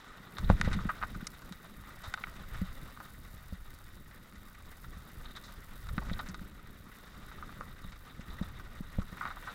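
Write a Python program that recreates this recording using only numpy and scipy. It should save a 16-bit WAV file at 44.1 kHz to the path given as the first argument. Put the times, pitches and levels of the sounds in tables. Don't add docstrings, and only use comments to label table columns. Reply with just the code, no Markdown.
import sys
import numpy as np
from scipy import signal
from scipy.fft import rfft, irfft, next_fast_len
from scipy.io import wavfile

SR = 44100
rng = np.random.default_rng(int(sys.argv[2]) if len(sys.argv) > 2 else 0)


def dump(signal):
    limited = np.clip(np.atleast_2d(signal).T, -1, 1)
    pcm = np.round(limited * 32767).astype(np.int16)
    wavfile.write(sys.argv[1], SR, pcm)


N = 420846

# pitch_hz, width_hz (each source scales it), level_db
HOUSING_MODES = [(524, 510, -11.5), (904, 730, -11.5), (1241, 272, -4), (1487, 233, -5), (1880, 372, -6),
                 (2070, 1110, -16), (3000, 990, -21.5), (3733, 540, -7.5), (4730, 2600, -19.5),
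                 (6400, 5000, -23), (11000, 2800, -35)]
RING_FROM_HZ, CRACK_FROM_HZ = 3200, 4500


def amp(db):
    return 10 ** (np.asarray(db) / 20)


def rms_one(x):
    return x / np.sqrt(np.mean(x ** 2) + 1e-20)


def drift(rate_hz):
    r = np.exp(-16 * np.pi * rate_hz / SR)
    noise = rng.standard_normal(N // 8 + 8002)
    slow = signal.lfilter([1], [1, -2 * r, r * r], noise)[8000:]
    slow = rms_one(slow - slow.mean())
    return np.interp(np.arange(N) / 8, np.arange(len(slow)), slow)


def coloured(spectrum):
    hz, db = np.transpose(spectrum)
    size = next_fast_len(N)
    grid_hz = np.maximum(np.arange(size // 2 + 1) * SR / size, 1)
    shape = amp(np.interp(np.log(grid_hz), np.log(hz), db, left=-120, right=-120))
    noise = irfft(rfft(rng.standard_normal(size)) * shape, size)
    return rms_one(noise[:N])


def resonate(x, hz, width_hz):
    r = np.exp(-np.pi * width_hz / SR)
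    feed = np.array([1, 0, -1]) * (1 - r * r) / 2
    return signal.lfilter(feed, [1, -2 * r * np.cos(2 * np.pi * hz / SR), r * r], x)


def grains(per_s, spread_db):
    sizes = amp(spread_db * np.minimum(rng.exponential(1, N), 4)) * rng.choice([-1, 1], N)
    return sizes * (rng.random(N) < per_s / SR)


def whines():
    # pitch_hz, level_db (rms)
    whine_tones = [(13265, -88), (13348, -90), (14103, -90)]
    total = np.zeros(N)
    for hz, db in whine_tones:
        phase = 2 * np.pi * np.cumsum(hz + 7.5 * drift(23)) / SR
        total += amp(db) * np.sqrt(2) * np.sin(phase)
    return total


def hiss(level_db):
    # (per Hz, shape only)
    hiss_spectrum = [(2650, -36), (4500, 1.5), (5740, -5.5), (6520, -5.5), (11300, -3), (15200, -2),
                     (16000, -8)]
    out = 0.46 * coloured(hiss_spectrum)
    clumps = amp(2.1 * drift(13.0))
    r = np.exp(-1 / (0.0012 * SR))
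    for edge_hz in (4000, 8000, 11500):
        starts = np.abs(grains(45 * clumps, 3.4))
        bursts = signal.lfilter([1], [1, -2 * r, r * r], starts + 1e-18) * (1 - r) * np.e
        high_pass = signal.butter(2, edge_hz, "high", fs=SR, output="sos")
        bright = signal.sosfilt(high_pass, coloured(hiss_spectrum))
        out = out + np.tanh(.5 * bursts) * 2.15 * bright
    return amp(level_db) * rms_one(out)


def lurches(follows):
    # middle_s, shaking_db (before follows narrows the spread), half_length_s
    lurch_rows = [(0.44, -29.5, 0.07), (0.515, -23.5, 0.061), (0.655, -22.5, 0.065), (0.758, -29, 0.12),
                  (0.874, -36.5, 0.055), (1.035, -41, 0.064), (1.146, -39.5, 0.11), (1.804, -47, 0.076),
                  (2.074, -45.5, 0.072), (2.41, -46, 0.08), (2.564, -41.5, .08), (2.874, -45, .1),
                  (3.165, -50, 0.059), (3.357, -46, 0.064), (3.694, -50, 0.088), (4.668, -46.5, 0.14),
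                  (4.92, -46, 0.17), (5.197, -46, 0.13), (5.587, -38.5, 0.047), (5.926, -40, .08),
                  (6.0, -34.5, 0.094), (6.113, -34, 0.15), (6.24, -40.5, 0.19), (6.44, -44, 0.088),
                  (7.12, -50, 0.15), (7.405, -45.5, 0.12), (7.907, -47.5, 0.094), (8.3, -44, 0.083),
                  (8.587, -46, 0.079), (8.997, -39.5, 0.085), (9.17, -56, 0.11)]
    power = np.zeros(N)
    top_db = max(db for s, db, half_s in lurch_rows)
    for s, db, half_s in lurch_rows:
        first = max(round((s - half_s) * SR), 0)
        at = np.arange(first, min(round((s + half_s) * SR), N))
        swell = np.cos(np.pi / 2 * (at / SR - s) / half_s) ** 2
        power[at] += (amp(top_db + follows * (db - top_db)) * swell) ** 2
    return power


def rumble(shake_db, chest_db):
    # (per Hz, shape only)
    shake_spectrum = [(7.1, -46), (12, 11.5), (54, 0), (130, -7.5), (170, -20), (290, -120)]
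    # (per Hz, shape only)
    chest_spectrum = [(41, -60), (70, -21), (134, -4.5), (197, -1.5), (285, -9), (600, -19), (780, -42),
                      (1320, -120)]
    lumps = drift(4.3)
    shake = rms_one(coloured(shake_spectrum) * amp(1.74 * lumps + 1.5 * drift(11)))
    chest = rms_one(coloured(chest_spectrum) * amp(0.78 * lumps + 2.0 * drift(32)))
    return amp(shake_db) * shake + amp(chest_db) * chest


def tyres(roar_db, ring_db):
    lumps = amp(1.3 * drift(14.7) + 1.0 * drift(42))
    stones = grains(40, 2.84) * amp(5.5)
    grit_streams = [grains(3500, 1.6) * lumps + stones for stream in range(2)]
    low, high = np.zeros(N), np.zeros(N)
    for k, (hz, width_hz, db) in enumerate(HOUSING_MODES):
        mode = resonate(grit_streams[k % 2], hz, width_hz)
        mode = resonate(mode, hz, 1.19 * width_hz)
        heard = amp(db + 2.24 * drift(33)) * mode * (-1) ** (k // 2)
        if hz < RING_FROM_HZ:
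            low += heard
        else:
            high += heard
    return amp(roar_db) * rms_one(low) + amp(ring_db) * rms_one(high)


def small_knocks(roar_db):
    per_s, most = 3.2, 60
    over_roar_db, spread_db = 6.5, 3
    when, high = rng.random((most, 2)).T
    size, ring, crack, chatter = rng.standard_normal((most, 4)).T
    at = (when * N).astype(int)
    peak_db = roar_db[at] + over_roar_db + spread_db * size
    body_hz = 1100 * 2.45 ** high
    ring_db, crack_db = -14.5 + 9 * ring, -20.5 + 5 * crack
    length_s, chatter_db = np.full(most, 0.0089), 4.0 + 5 * chatter
    rows = np.transpose([at / SR, peak_db, body_hz, ring_db, crack_db, length_s, chatter_db])
    return list(rows[:int(np.clip(per_s * N / SR, 0, most))])


def knocks(rows):
    out, t = np.zeros(N + 4096), np.arange(4096) / SR
    for s, peak_db, body_hz, ring_db, crack_db, length_s, chatter_db in rows:
        focus_db = min(-3.5 + 0.39 * ring_db, 0)
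        fade = np.exp(-(t / np.clip(length_s, .0005, .04)) ** 0.96)
        chatter = rng.standard_normal(t.size) * fade * np.tanh(t / 0.0039)
        blow = amp(chatter_db) * chatter / np.linalg.norm(chatter)
        blow[0] = 1
        whim_db = rng.normal(0, 1.0, len(HOUSING_MODES))
        parts = np.zeros((3, t.size))
        for k, (hz, width_hz, db) in enumerate(HOUSING_MODES):
            mode = amp(db + whim_db[k]) * (-1) ** k * resonate(blow, hz, width_hz)
            mode = resonate(mode, hz, 0.85 * width_hz)
            if hz < RING_FROM_HZ:
                parts[0] += amp(focus_db * abs(np.log2(hz / body_hz))) * mode
            elif hz < CRACK_FROM_HZ:
                parts[1] += mode
            else:
                parts[2] += mode
        knock = amp([0, ring_db, crack_db]) / np.linalg.norm(parts, axis=1) @ parts
        at = round(s * SR)
        out[at:at + t.size] += amp(peak_db) * knock / np.abs(knock).max()
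    return out[:N]


def thumps():
    # (base time of a 60 dB fade; the slow mode fades faster, the quick one slower)
    bump_rows = [(0.429, -29, -1, 0.087), (0.5, -7, -9.5, 0.071), (0.601, -28.5, 9, 0.045),
                 (0.643, -30, 1, 0.062), (0.676, -13.5, -13, 0.041), (0.75, -30, 6, 0.057),
                 (0.764, -25.5, 6, 0.093), (0.854, -22.5, 6, 0.027), (1.16, -31.5, 5, 0.036),
                 (1.227, -32, 12, 0.021), (1.511, -36.5, 13, 0.057), (2.078, -35, -30, 0.047),
                 (2.407, -38.5, -7, 0.035), (2.483, -46, -5, 0.065), (2.616, -22, -0.5, 0.077),
                 (3.341, -37, -17, 0.08), (3.525, -28, -9.5, 0.08), (3.968, -40.5, -15, 0.082),
                 (4.969, -36.5, -11, 0.084), (5.91, -33, -23, 0.11), (5.979, -22, 9, 0.018),
                 (5.993, -34, -15, 0.035), (6.114, -22.5, -5.5, 0.045), (6.166, -40, -4, 0.038),
                 (6.285, -36.5, 8, 0.13), (6.415, -35, 4, 0.036), (6.685, -41, 1, 0.045),
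                 (6.754, -44, -14, 0.04), (6.804, -41, -24, 0.064), (7.375, -50, -15, 0.03),
                 (7.608, -34, -16, 0.0098), (7.848, -34.5, -5, 0.038), (8.194, -33.5, -3, 0.02),
                 (8.282, -44, 4, 0.039), (8.413, -21, 1, 0.037), (8.806, -28.5, 9, 0.024),
                 (8.986, -17.5, -8.5, 0.044), (9.127, -31.5, -6, 0.031)]
    slow_hz, quick_hz = 67.4, 183
    out, t = np.zeros(N + 4096), np.arange(4096) / SR
    slow = np.cos(2 * np.pi * slow_hz * t - .8)
    quick = np.sin(2 * np.pi * quick_hz * t)
    answer = amp(-16.0 - 60 * t / 0.019) * np.sin(2 * np.pi * HOUSING_MODES[0][0] * t)
    for s, peak_db, quick_db, t60_s in bump_rows:
        fade_db = -60 * t / np.clip(t60_s, .008, .2)
        swing = slow * amp(1.36 * fade_db) + quick * amp(quick_db + 0.77 * fade_db)
        swing = swing * np.tanh(t / 0.0023) + answer
        at = round(s * SR)
        out[at:at + t.size] += amp(peak_db) * swing / np.abs(swing).max()
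    return out[:N]


def add_power(level_db, power):
    return 10 * np.log10(amp(level_db) ** 2 + power)


def scene():
    # time_s, shake_db (slow shaking),
    # chest_db (strap and chest rumble), roar_db (tyres), hiss_db (treble hiss)
    ride_levels = [(0.0, -54.5, -59, -54.5, -75), (0.42, -51.5, -54.5, -56.5, -64),
                   (0.64, -38, -46.5, -47.5, -68), (0.9, -46, -54, -53.5, -65.5),
                   (1.35, -49, -57.5, -57.5, -64.5), (2.15, -52.5, -58.5, -55, -65.5),
                   (2.55, -38.5, -58.5, -53, -63), (2.95, -50.5, -57.5, -57, -64),
                   (3.48, -48, -62.5, -60, -64), (4.06, -51, -59.5, -61, -67.5),
                   (4.7, -51, -61.5, -59, -66), (5.31, -55, -57.5, -58.5, -65),
                   (5.92, -41, -59.5, -57, -63.5), (6.16, -50, -51.5, -54, -64),
                   (6.54, -49, -57, -60.5, -69.5), (7.12, -55.5, -59.5, -56.5, -66),
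                   (7.57, -46, -52.5, -55, -67.5), (7.97, -51, -61, -59.5, -68),
                   (8.37, -42.5, -54, -55, -67.5), (8.87, -47, -60.5, -58.5, -69),
                   (9.19, -45, -54, -53.5, -65.5), (9.54, -49, -58, -52, -68)]
    # start_s, peak_db, body_hz, ring_db (near 4 kHz, against the body),
    # crack_db (above 4.5 kHz, against the body), rattle_s (fade time), rattle_db (against the click)
    knock_rows = [(0.369, -36, 1520, -2, -26, 0.012, 3.5), (0.384, -27.5, 1270, -7, -13, 0.0078, -5),
                  (0.445, -41, 1400, 15, -22, 0.0051, 1), (0.493, -30.5, 1520, -17, -30, 0.0068, 0),
                  (0.5, -12, 577, -27, -35.5, 0.0058, -9.5), (0.613, -15.5, 2030, -15.5, -14, 0.002, -12),
                  (0.647, -32.5, 1870, -13, -17, 0.016, 6.5), (0.68, -34, 1220, -14, -20, .0065, 8),
                  (0.714, -33, 1720, -20, -20, .008, 7), (0.73, -28, 1850, -6, -11, 0.0096, 5),
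                  (0.789, -29.5, 1180, -33, -33, 0.0053, -7), (0.844, -43, 1490, -25, -19, .009, 6),
                  (0.888, -25.5, 1270, -36, -38, 0.0084, 13), (0.893, -19.5, 1220, -30, -35, 0.0081, 1),
                  (0.901, -30, 1270, -29, -36, .0046, 0), (1.014, -32, 1310, -42, -35, 0.0048, 4),
                  (1.026, -23, 1190, -21, -36, 0.0089, 0), (1.035, -20, 1160, -36, -37, 0.0079, -9),
                  (1.145, -37.5, 1270, -23, -19, 0.0086, 6), (1.206, -41.5, 1490, -22, -25, .008, 6),
                  (1.269, -26, 2410, -8, 4, 0.002, 4), (1.42, -42.5, 1230, -20, -13, 0.005, 1),
                  (1.524, -37, 1200, -3, -7.5, .0064, -3.5), (2.035, -35.5, 1330, -6, -13, 0.033, 16),
                  (2.139, -22, 1570, -12.5, -17, 0.002, -1.5), (2.175, -33, 1230, -15, -30, .007, -2),
                  (2.238, -24, 2370, -19.5, -38, 0.0015, 1), (2.27, -33.5, 1210, -22, -23, 0.0088, 0.5),
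                  (2.544, -39.5, 1850, -28, -15, 0.0061, 5), (2.973, -37, 1100, -53, -26, 0.0043, -13),
                  (3.002, -33.5, 1080, -28, -21, 0.0068, 0), (4.352, -47.5, 1840, -11, -11, .011, 20),
                  (4.544, -45.5, 1840, -21, -17, .007, 18), (4.84, -42, 1240, -13, -19, 0.01, 10),
                  (5.254, -38, 2240, 1.5, -34, .006, 7), (5.283, -49, 1090, 3, -11, 0.006, 4),
                  (5.311, -47, 1980, 7, -13, .0063, 4), (5.353, -43, 1110, 1, -29, .0096, 8),
                  (5.363, -36.5, 1520, -2.5, -10, .009, 10), (5.439, -44.5, 1220, 1, -1, 0.035, 8),
                  (5.482, -44, 1380, -4, -15, .007, -1), (5.869, -41, 1180, -14, -21, 0.0079, -7),
                  (5.888, -37, 1400, -8, -15, 0.0043, 3), (5.98, -23.5, 1340, -18, -32, 0.0035, -2.5),
                  (6.019, -38, 745, -41, -27, 0.0097, 3.5), (6.085, -42, 1280, -19, -14, .007, 4),
                  (6.097, -32, 1770, -15, -33, 0.0063, -4), (6.132, -35, 1460, 8, -5, 0.0027, 7),
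                  (6.191, -30.5, 1080, -11, -24, 0.0088, 7), (6.262, -39, 1850, -13, -17, 0.017, 6.5),
                  (6.288, -35, 1920, -24, 4, 0.0084, 1), (6.344, -33, 1200, -10, -14, .0045, -3),
                  (6.393, -38.5, 1490, -33, -27, 0.0051, -13), (7.315, -37.5, 1280, -22, -32, .007, -2),
                  (7.425, -31.5, 1200, -37, -36, .009, -4.5), (7.492, -40.5, 1210, -32, -25, .007, 4),
                  (7.609, -27.5, 1140, -46, -27, 0.012, -9), (7.921, -43, 1840, -8, -12, 0.011, 5),
                  (8.304, -42.5, 1640, 1, -11, .008, 0), (8.389, -41, 1160, -7, -23, 0.0076, 14),
                  (8.425, -38, 1210, -3, -12, 0.0067, 8), (8.597, -38.5, 1320, -20, -19, 0.0074, 2),
                  (9.018, -37.5, 1160, -20, -16, 0.0054, 2), (9.123, -41, 1140, -20, -15, 0.012, 9),
                  (9.17, -38, 1210, -22, -24, 0.0094, 3), (9.21, -26, 1230, -39, -39, 0.012, 4),
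                  (9.229, -34.5, 1220, -23, -27, 0.0084, 3), (9.253, -23.5, 1210, -27, -32, 0.016, 0),
                  (9.274, -33.5, 1230, -14, -26, 0.011, 5), (9.304, -32, 1170, -16, -28, 0.012, 2),
                  (9.369, -35.5, 1120, -32, -32, .007, 0), (9.472, -32, 1230, -25, -29, 0.016, 7.5)]
    s, *columns = np.transpose(ride_levels)
    shake_db, chest_db, roar_db, hiss_db = [np.interp(np.arange(N) / SR, s, c) for c in columns]
    shake_db = add_power(shake_db, lurches(0.95))
    lurch_swell = lurches(0.81)
    chest_db = add_power(chest_db, amp(-21) ** 2 * lurch_swell)
    roar_db = add_power(roar_db, amp(-27.5) ** 2 * lurch_swell)
    ring_db = -66 + 0.9 * (roar_db - roar_db.mean())
    steady = whines() + hiss(hiss_db) + rumble(shake_db, chest_db) + tyres(roar_db, ring_db)
    all_knocks = knocks(list(knock_rows) + small_knocks(roar_db))
    return (steady + all_knocks + thumps())[None]


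def record(dry):
    bass_block = signal.butter(1, 18, "high", fs=SR, output="sos")
    top_cut = signal.ellip(10, .5, 60, 15880, fs=SR, output="sos")
    return signal.sosfilt(top_cut, signal.sosfilt(bass_block, dry))


dry = scene()
out = record(dry)
dump(out)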